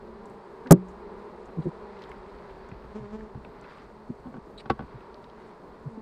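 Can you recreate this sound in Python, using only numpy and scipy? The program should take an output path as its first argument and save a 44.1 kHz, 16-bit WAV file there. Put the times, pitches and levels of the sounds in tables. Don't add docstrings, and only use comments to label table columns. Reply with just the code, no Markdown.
import sys
import numpy as np
from scipy import signal
from scipy.fft import rfft, irfft, next_fast_len
from scipy.io import wavfile
from scipy.ndimage import uniform_filter1d, map_coordinates

SR = 44100
rng = np.random.default_rng(int(sys.argv[2]) if len(sys.argv) > 2 else 0)


def master(y):
    cut = np.clip(np.atleast_2d(y).T, -1, 1)
    pcm = np.round(cut * 32767)
    wavfile.write(sys.argv[1], SR, pcm.astype(np.int16))


N = 265217
TIME = np.arange(N) / SR


def amp(db):
    return 10 ** (np.asarray(db) / 20)


def unit(x):
    return x / np.sqrt(np.mean(x ** 2) + 1e-20)


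def curves(rows):
    times, *columns = np.transpose(rows)
    return [np.interp(TIME, times, column) for column in columns]


def wobble(rate):
    knots = rng.standard_normal(int(N * rate / SR) + 4)
    coarse = np.arange(0, N + 64, 64)
    return np.interp(np.arange(N), coarse, map_coordinates(knots, [coarse * rate / SR]))


def filtered(x, response):
    size = next_fast_len(len(x) + SR // 4)
    return irfft(rfft(x, size) * response(np.fft.rfftfreq(size, 1 / SR)), size)[:len(x)]


def coloured(x, eq):
    hz, db = np.transpose(eq)
    return unit(filtered(x, lambda f: amp(np.interp(np.log(f + 1), np.log(hz), db))))


def noise(eq):
    return coloured(rng.standard_normal(N), eq)


def add(track, s, sound):
    part = track[round(s * SR):][:len(sound)]
    part += sound[:len(part)]


# (time [s], level [dB])
AIR_LEVEL = [(0, -53), (.45, -62.5), (.9, -53), (1.4, -59.5), (2.15, -55.5), (3.4, -52), (3.65, -59),
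             (4.0, -57), (4.9, -55.5), (5.4, -66), (6.01, -57)]
# (frequency [Hz], gain [dB])
BUFFET_EQ = [(12, -15.5), (30, -6.5), (62, -2), (90, -16), (200, -38.5), (600, -80.5)]
WASH_EQ = [(40, -29), (100, -13), (150, -7), (250, -7), (600, -9.5), (2000, -55)]
HISS_EQ = [(100, 9.5), (1000, 1.5), (2500, -36.5), (4500, -8.5), (6500, -24.5), (9000, -30.5),
           (12000, -43.5), (15500, -53.5)]

def outdoors(wash_db=-53.5, gust_db=2, hiss_db=-64.5):
    air_db, = curves(AIR_LEVEL)
    buffet = amp(air_db + gust_db * wobble(18)) * noise(BUFFET_EQ)
    wash = amp(wash_db + gust_db * wobble(12)) * noise(WASH_EQ)
    return buffet + wash + amp(hiss_db) * noise(HISS_EQ)


def wingbeats(pitch_hz, gain):
    cycles = rng.random() + np.cumsum(pitch_hz) / SR
    position = np.interp(np.arange(1, int(cycles[-1])), cycles, np.arange(N))
    i = position.astype(int)
    early = np.bincount(i, gain[i] * (1 - position + i), N + 1)
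    late = np.bincount(i + 1, gain[i] * (position - i), N + 1)
    pulses = (early + late)[:N]
    return pulses - pulses.mean()


# (time [s], level [dB])
SWARM_SWELL = [(0.0, -51.5), (0.45, -51.5), (0.85, -49.5), (1.15, -46), (1.45, -48), (1.9, -47.5),
               (2.2, -52), (3.3, -54.5), (4.45, -57), (5.0, -54.5), (6.01, -55)]
# (frequency [Hz], gain [dB])
SWARM_EQ = [(120, -26), (190, -7.5), (260, -15.5), (330, 1), (420, -1), (520, -6), (680, -9.5), (950, -1.5),
            (1400, -13), (2000, -19.5), (3000, -30.5), (4200, -29.5), (6000, -44.5), (9000, -44.5),
            (14000, -81)]

def swarm(count=38, calm_hz=194.9, roused_hz=208.9, rousing_s=1.6, spread=.089, crossover_hz=600):
    centre_hz = np.interp(TIME, [0, rousing_s], [calm_hz, roused_hz])
    pulses = np.zeros(N)
    for rank in np.linspace(-1, 1, count):
        detune = spread * np.sinh(2 * rank) / 2
        drift, flutter = .04 * wobble(3.8), .016 * wobble(30)
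        nearness = amp(3 * wobble(4.014))
        pulses += wingbeats(centre_hz * np.exp(detune + drift + flutter), nearness)
    wings = coloured(pulses, SWARM_EQ)
    hum = filtered(wings, lambda f: 1 / (1 + (f / crossover_hz) ** 6))
    swell_db, = curves(SWARM_SWELL)
    hum_db = swell_db + 2
    buzz_db = -53.5 + .44 * (swell_db + 52.5)
    return amp(hum_db) * unit(hum) + amp(buzz_db) * unit(wings - hum)


# (time [s], level [dB], wingbeat [Hz], half length [s])
FLYBYS = [(0.14, -49, 224, .1), (2.66, -54, 227, .04), (4.007, -51.5, 215, .06), (5.4, -53.5, 222.9, .08),
          (5.894, -50, 229.3, .07), (5.984, -43.5, 219, 0.046)]
# (frequency [Hz], gain [dB])
FLYBY_EQ = [(100, -12), (215, 6), (430, 3), (650, -12), (870, -7), (1300, -19.5), (2000, -29.5),
            (4000, -47), (9000, -53), (14000, -76)]

def passing_bees(flutter=.01, doppler=.01):
    out = np.zeros(N)
    for s, db, hz, half_s in FLYBYS:
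        along = (TIME - s) / half_s
        distance = np.hypot(1, along)
        pitch_hz = hz * (1 - doppler * along / distance + flutter * wobble(35))
        out += amp(db) / distance ** 2 * coloured(wingbeats(pitch_hz, np.ones(N)), FLYBY_EQ)
    return out


# (frequency [Hz], gain [dB])
GLOVE_EQ = [(2000, -25), (5000, -3.5), (7000, -0.5), (9000, -0.5), (10500, -20), (15000, -42)]

def gloves(db=-84, fibre_db=3):
    flexing = amp(2.5 * wobble(9) + 2 * wobble(60))
    catches = rng.standard_normal(N) * amp(fibre_db * wobble(1000))
    return amp(db) * coloured(flexing * catches, GLOVE_EQ)


# (time [s], level [dB], half length [s])
ARM_MOVES = [(1.148, -70.5, 0.17), (2.035, -61, 0.1), (2.479, -60, 0.7), (3.71, -53.5, 0.14),
             (4.94, -63, 0.19), (5.446, -61, 0.1)]
# (frequency [Hz], gain [dB])
SLEEVE_EQ = [(300, -7), (1200, 7), (2000, 0), (3000, -11), (4600, -11.5), (6000, -26), (9000, -40.5),
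             (14000, -51.5)]

def sleeves(rest_db=-71, fibre_db=3, crinkle_db=1):
    swishes = sum(amp(db) * np.exp(-((TIME - s) / half_s) ** 2) for s, db, half_s in ARM_MOVES)
    catches = rng.standard_normal(N) * amp(fibre_db * wobble(900))
    crinkle = amp(crinkle_db * wobble(70))
    return (amp(rest_db) + swishes) * crinkle * coloured(catches, SLEEVE_EQ)


# (time [s], peak [dB], resonance [Hz], 60 dB decay [s])
GRITTY_BURSTS = [(0.256, -52, 7500, .04), (0.298, -57, 8200, .03), (0.659, -40, 1470, 0.052),
                 (0.671, -38, 1900, 0.03), (0.6715, -45, 4200, .015), (0.884, -54, 7000, .08),
                 (1.455, -55, 7000, .05), (1.62, -51, 3800, 0.15), (1.9905, -51, 3900, 0.016),
                 (2.02, -45.5, 4100, 0.072), (2.039, -41, 3700, 0.021), (2.093, -53.5, 7700, .03),
                 (2.116, -36, 1990, 0.021), (2.498, -46, 2300, 0.022), (2.688, -57, 7000, .03),
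                 (2.7157, -40, 2300, 0.015), (3.207, -42, 2000, 0.025), (3.448, -42, 2600, .022),
                 (3.612, -55, 7000, .015), (3.642, -47, 2400, .025), (3.785, -47, 2600, .025),
                 (4.7, -46, 8600, 0.039), (5.007, -48, 2600, .015), (5.144, -42, 4300, 0.0065),
                 (5.242, -46, 3900, 0.02), (5.2993, -47, 3940, 0.016)]

def crackles(q=3, grit=.86):
    out, t = np.zeros(N), np.arange(SR // 5) / SR
    for s, db, hz, t60 in GRITTY_BURSTS:
        grains = rng.standard_normal(len(t)) * np.exp(grit * rng.standard_normal(len(t)))
        cutoff_hz = min(9500, 1.3 * hz)

        def tone(f):
            resonance = 1j * f * hz / (hz * hz - f * f + 1j * f * hz / q)
            return resonance / (1 + (f / cutoff_hz) ** 6)

        burst = filtered(grains * amp(-60 * t / t60), tone)
        add(out, s, amp(db) * burst / np.abs(burst).max())
    return out


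# (frequency [Hz], gain [dB])
BLADE_EQ = [(1500, -25), (3300, -3), (3850, 10), (4300, 5), (4800, -12), (6200, -29), (8400, -9),
            (10500, -43.5), (15000, -40)]
RASP_EQ = [(1500, -1), (2800, 7), (3500, -7), (4700, 1), (6200, -24), (8800, -13), (10500, -35),
           (15000, -40)]

def tool_scrape(bite_s=4.579, sing_db=-50, rasp_db=-45.5, crossfade_s=.027, chatter_db=2):
    t = TIME - bite_s
    stroke = np.interp(t, [-.005, 0, .028, .04], [0, 1, 1, 0])
    caught = np.exp(-(np.maximum(t, 0) / crossfade_s) ** 2)
    sing = amp(sing_db) * caught * noise(BLADE_EQ)
    rasp = amp(rasp_db) * (1 - caught) * noise(RASP_EQ)
    return stroke * amp(chatter_db * wobble(230)) * (sing + rasp)


# (time [s], level [dB], slip rate [Hz], half length [s], second harmonic gain [dB])
PUSHES = [(0.677, -38.5, 252, 0.019, -8), (1.593, -23, 162, 0.016, -15), (1.663, -25, 176.6, 0.014, -3.5),
          (1.677, -20, 172.4, 0.013, -8), (2.725, -35, 139, 0.0053, -13), (3.027, -41.5, 125, 0.033, -20),
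          (3.361, -29.5, 124, 0.0048, -22), (4.107, -28.5, 173, 0.0049, -8), (4.11, -33, 243, 0.016, -29),
          (4.278, -35.5, 251, 0.023, -32), (4.356, -35, 257, 0.015, -22), (4.386, -34.5, 199, 0.0042, -20),
          (4.958, -40.5, 128, 0.017, -22), (5.874, -27.5, 140.8, 0.012, -24),
          (5.98, -33, 239, 0.0051, -23.5)]

def judders(sag=.068, roughness=.37):
    out, t = np.zeros(N), np.arange(-SR // 20, SR // 20) / SR
    for s, db, hz, half_s, overtone_db in PUSHES:
        phase = 2 * np.pi * hz * (t - sag * t * t / (2 * half_s))
        wave = sum(amp(overtone_db * k * k) * np.sin((k + 1) * phase) for k in range(4))
        grip = 1 + roughness * wobble(257.4)[:len(t)]
        swell = np.exp(-(t / half_s) ** 2)
        add(out, s + t[0], amp(db) * swell * grip * wave)
    return out


# (time [s], level [dB], wingbeat [Hz])
CLOSE_FLIGHT = [(2.8, -69, 205), (2.89, -56, 203.5), (2.935, -54, 206.7), (2.955, -40, 209.3),
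                (2.985, -38, 217.4), (3.015, -47, 212), (3.05, -43, 204.3), (3.075, -47, 201.4),
                (3.11, -44, 210), (3.143, -34.5, 215.7), (3.175, -44, 219.2), (3.21, -43, 217.7),
                (3.27, -49, 211), (3.35, -69, 207.8)]
# (frequency [Hz], gain [dB])
CLOSE_EQ = [(100, -18), (215, 8), (430, 4.5), (650, -8), (870, -9), (1300, -15.5), (2000, -24), (4000, -35),
            (7500, -39), (14000, -72)]

def close_bee(flutter=.006, waver_db=1.7):
    db, hz = curves(CLOSE_FLIGHT)
    present = (TIME > CLOSE_FLIGHT[0][0]) & (TIME < CLOSE_FLIGHT[-1][0])
    pulses = wingbeats(hz * (1 + flutter * wobble(35)), amp(waver_db * wobble(90)))
    return present * amp(db) * coloured(pulses, CLOSE_EQ)


def struck_wood(hits, modes, crack_db, crack_t60, vary_db, cutoff_hz):
    out, t = np.zeros(N), np.arange(SR // 2) / SR
    hz, mode_db, t60 = np.transpose(modes)[:, :, None]
    polarity = (-1) ** np.arange(len(modes))[:, None]
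    for s, db, bright_hz in hits:
        decays = amp(mode_db + vary_db * rng.standard_normal(hz.shape) - 60 * t / t60)
        ring = (polarity * decays * np.sin(2 * np.pi * hz * t)).sum(0)
        crack = amp(crack_db - 60 * t / crack_t60) * rng.standard_normal(len(t))

        def tone(f):
            contact = 1 / (1 + 1j * f / bright_hz) ** 2
            return contact / (1 + (f / cutoff_hz) ** 8)

        hit = filtered(ring + crack, tone)
        add(out, s, amp(db) * hit / np.abs(hit).max())
    return out


# (frequency [Hz], gain [dB], 60 dB decay [s])
FRAME_MODES = [(62, -10.5, 0.21), (134.5, 2.6, 0.11), (214.6, 4.5, 0.12), (264, 3, 0.082), (345, 2, 0.069),
               (455, -1.5, 0.062), (538, 2.5, 0.043), (781, 7, 0.037), (1120, 4, 0.065),
               (1332, -4.5, 0.064), (1497, 5, 0.044), (2280, -15, 0.037), (3250, -10, 0.022),
               (4590, -6.5, .028)]
# (time [s], peak [dB], contact brightness [Hz])
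FRAME_HITS = [(1.488, -39.5, 1797), (2.69, -36.5, 2000), (2.7168, -39, 1500), (3.348, -33.5, 900),
              (3.447, -38, 2004), (4.0952, -39, 397), (4.252, -35.5, 800), (4.27, -32.5, 1200),
              (4.341, -32.5, 1310), (4.367, -34, 1100), (4.657, -32, 2600), (4.6985, -16.5, 2610),
              (4.7009, -12, 2210), (4.7089, -26.5, 221), (4.792, -25, 1520), (4.805, -28, 1500),
              (4.821, -35.5, 1400)]
# (time [s], peak [dB])
HIVE_NUDGES = [(2.729, -41), (2.844, -38.5), (2.999, -36), (3.37, -33), (4.83, -31)]

def frame_knocks(glove_brightness_hz=75):
    thuds = [(s, db, glove_brightness_hz) for s, db in HIVE_NUDGES]
    hits = FRAME_HITS + thuds
    return struck_wood(hits, FRAME_MODES, crack_db=7, crack_t60=.05, vary_db=1.5, cutoff_hz=5240)


# (frequency [Hz], gain [dB], 60 dB decay [s])
BOX_MODES = [(127, -16.6, .148), (168.3, -.2, .08), (185.3, -20, .366), (237, -13, .092),
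             (303.8, -.3, .052), (343.8, -8.3, .158), (390.7, -6.2, .099), (477, -21.8, .093),
             (566.6, -15.2, .09), (670, -20, .061), (803, -13.6, .061), (1125, -21, .05),
             (1216, -14.4, .08), (1598, -23.3, .048), (2560, -30, .03)]
# (time [s], peak before overload [dB], contact brightness [Hz])
BOX_HITS = [(0.70728, -2.5, 3100), (0.70847, 6.8, 1030), (0.71021, -0.5, 960), (0.72089, -4, 410),
            (0.72551, -6.6, 1740)]

def box_bang():
    return struck_wood(BOX_HITS, BOX_MODES, crack_db=-16, crack_t60=.047, vary_db=.2, cutoff_hz=13990)


def scene():
    wood = box_bang() + frame_knocks() + judders()
    textures = crackles() + tool_scrape() + sleeves() + gloves()
    bees = swarm() + passing_bees() + close_bee()
    return (outdoors() + bees + textures + wood)[None]


CEILING = .84

def overload(x, squeal_db=-10, high_hz=13000, low_hz=6000, jitter=.16, full_excess=.31):
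    clipped = x / (1 + np.abs(x / CEILING) ** 12) ** (1 / 12)
    excess = np.maximum(np.abs(x) / CEILING - 1, 0)
    falling = np.gradient(uniform_filter1d(excess, size=15)) < -1e-6
    recovering = uniform_filter1d(1. * falling, size=11)
    depth = np.clip(uniform_filter1d(excess, size=45) / full_excess, 0, 1) ** 1.5
    scatter = 1 + jitter * unit(uniform_filter1d(rng.standard_normal(N), size=5))
    pitch_hz = scatter * (low_hz + (high_hz - low_hz) * np.exp(-excess / full_excess))
    squeal = np.sin(2 * np.pi * np.cumsum(pitch_hz) / SR)
    blend = amp(squeal_db) * recovering * depth
    return (1 - blend) * clipped + blend * squeal


def level_dip(x, depth_db=2, sink_s=.056, return_s=.08):
    peaks = 1. * (np.abs(x) > CEILING)
    t = np.arange(SR) / SR
    envelope = (1 - np.exp(-(t / sink_s) ** 2)) * np.exp(-t / return_s)
    dip = signal.fftconvolve(peaks, envelope)[:N]
    return amp(-depth_db * dip / (dip.max() + 1e-9))


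def record(dry):
    dipped = overload(dry[0]) * level_dip(dry[0])
    return filtered(dipped, lambda f: np.clip((16630 - f) / 1500, 0, 1) ** 2)[None]


dry = scene()
out = record(dry)
master(out)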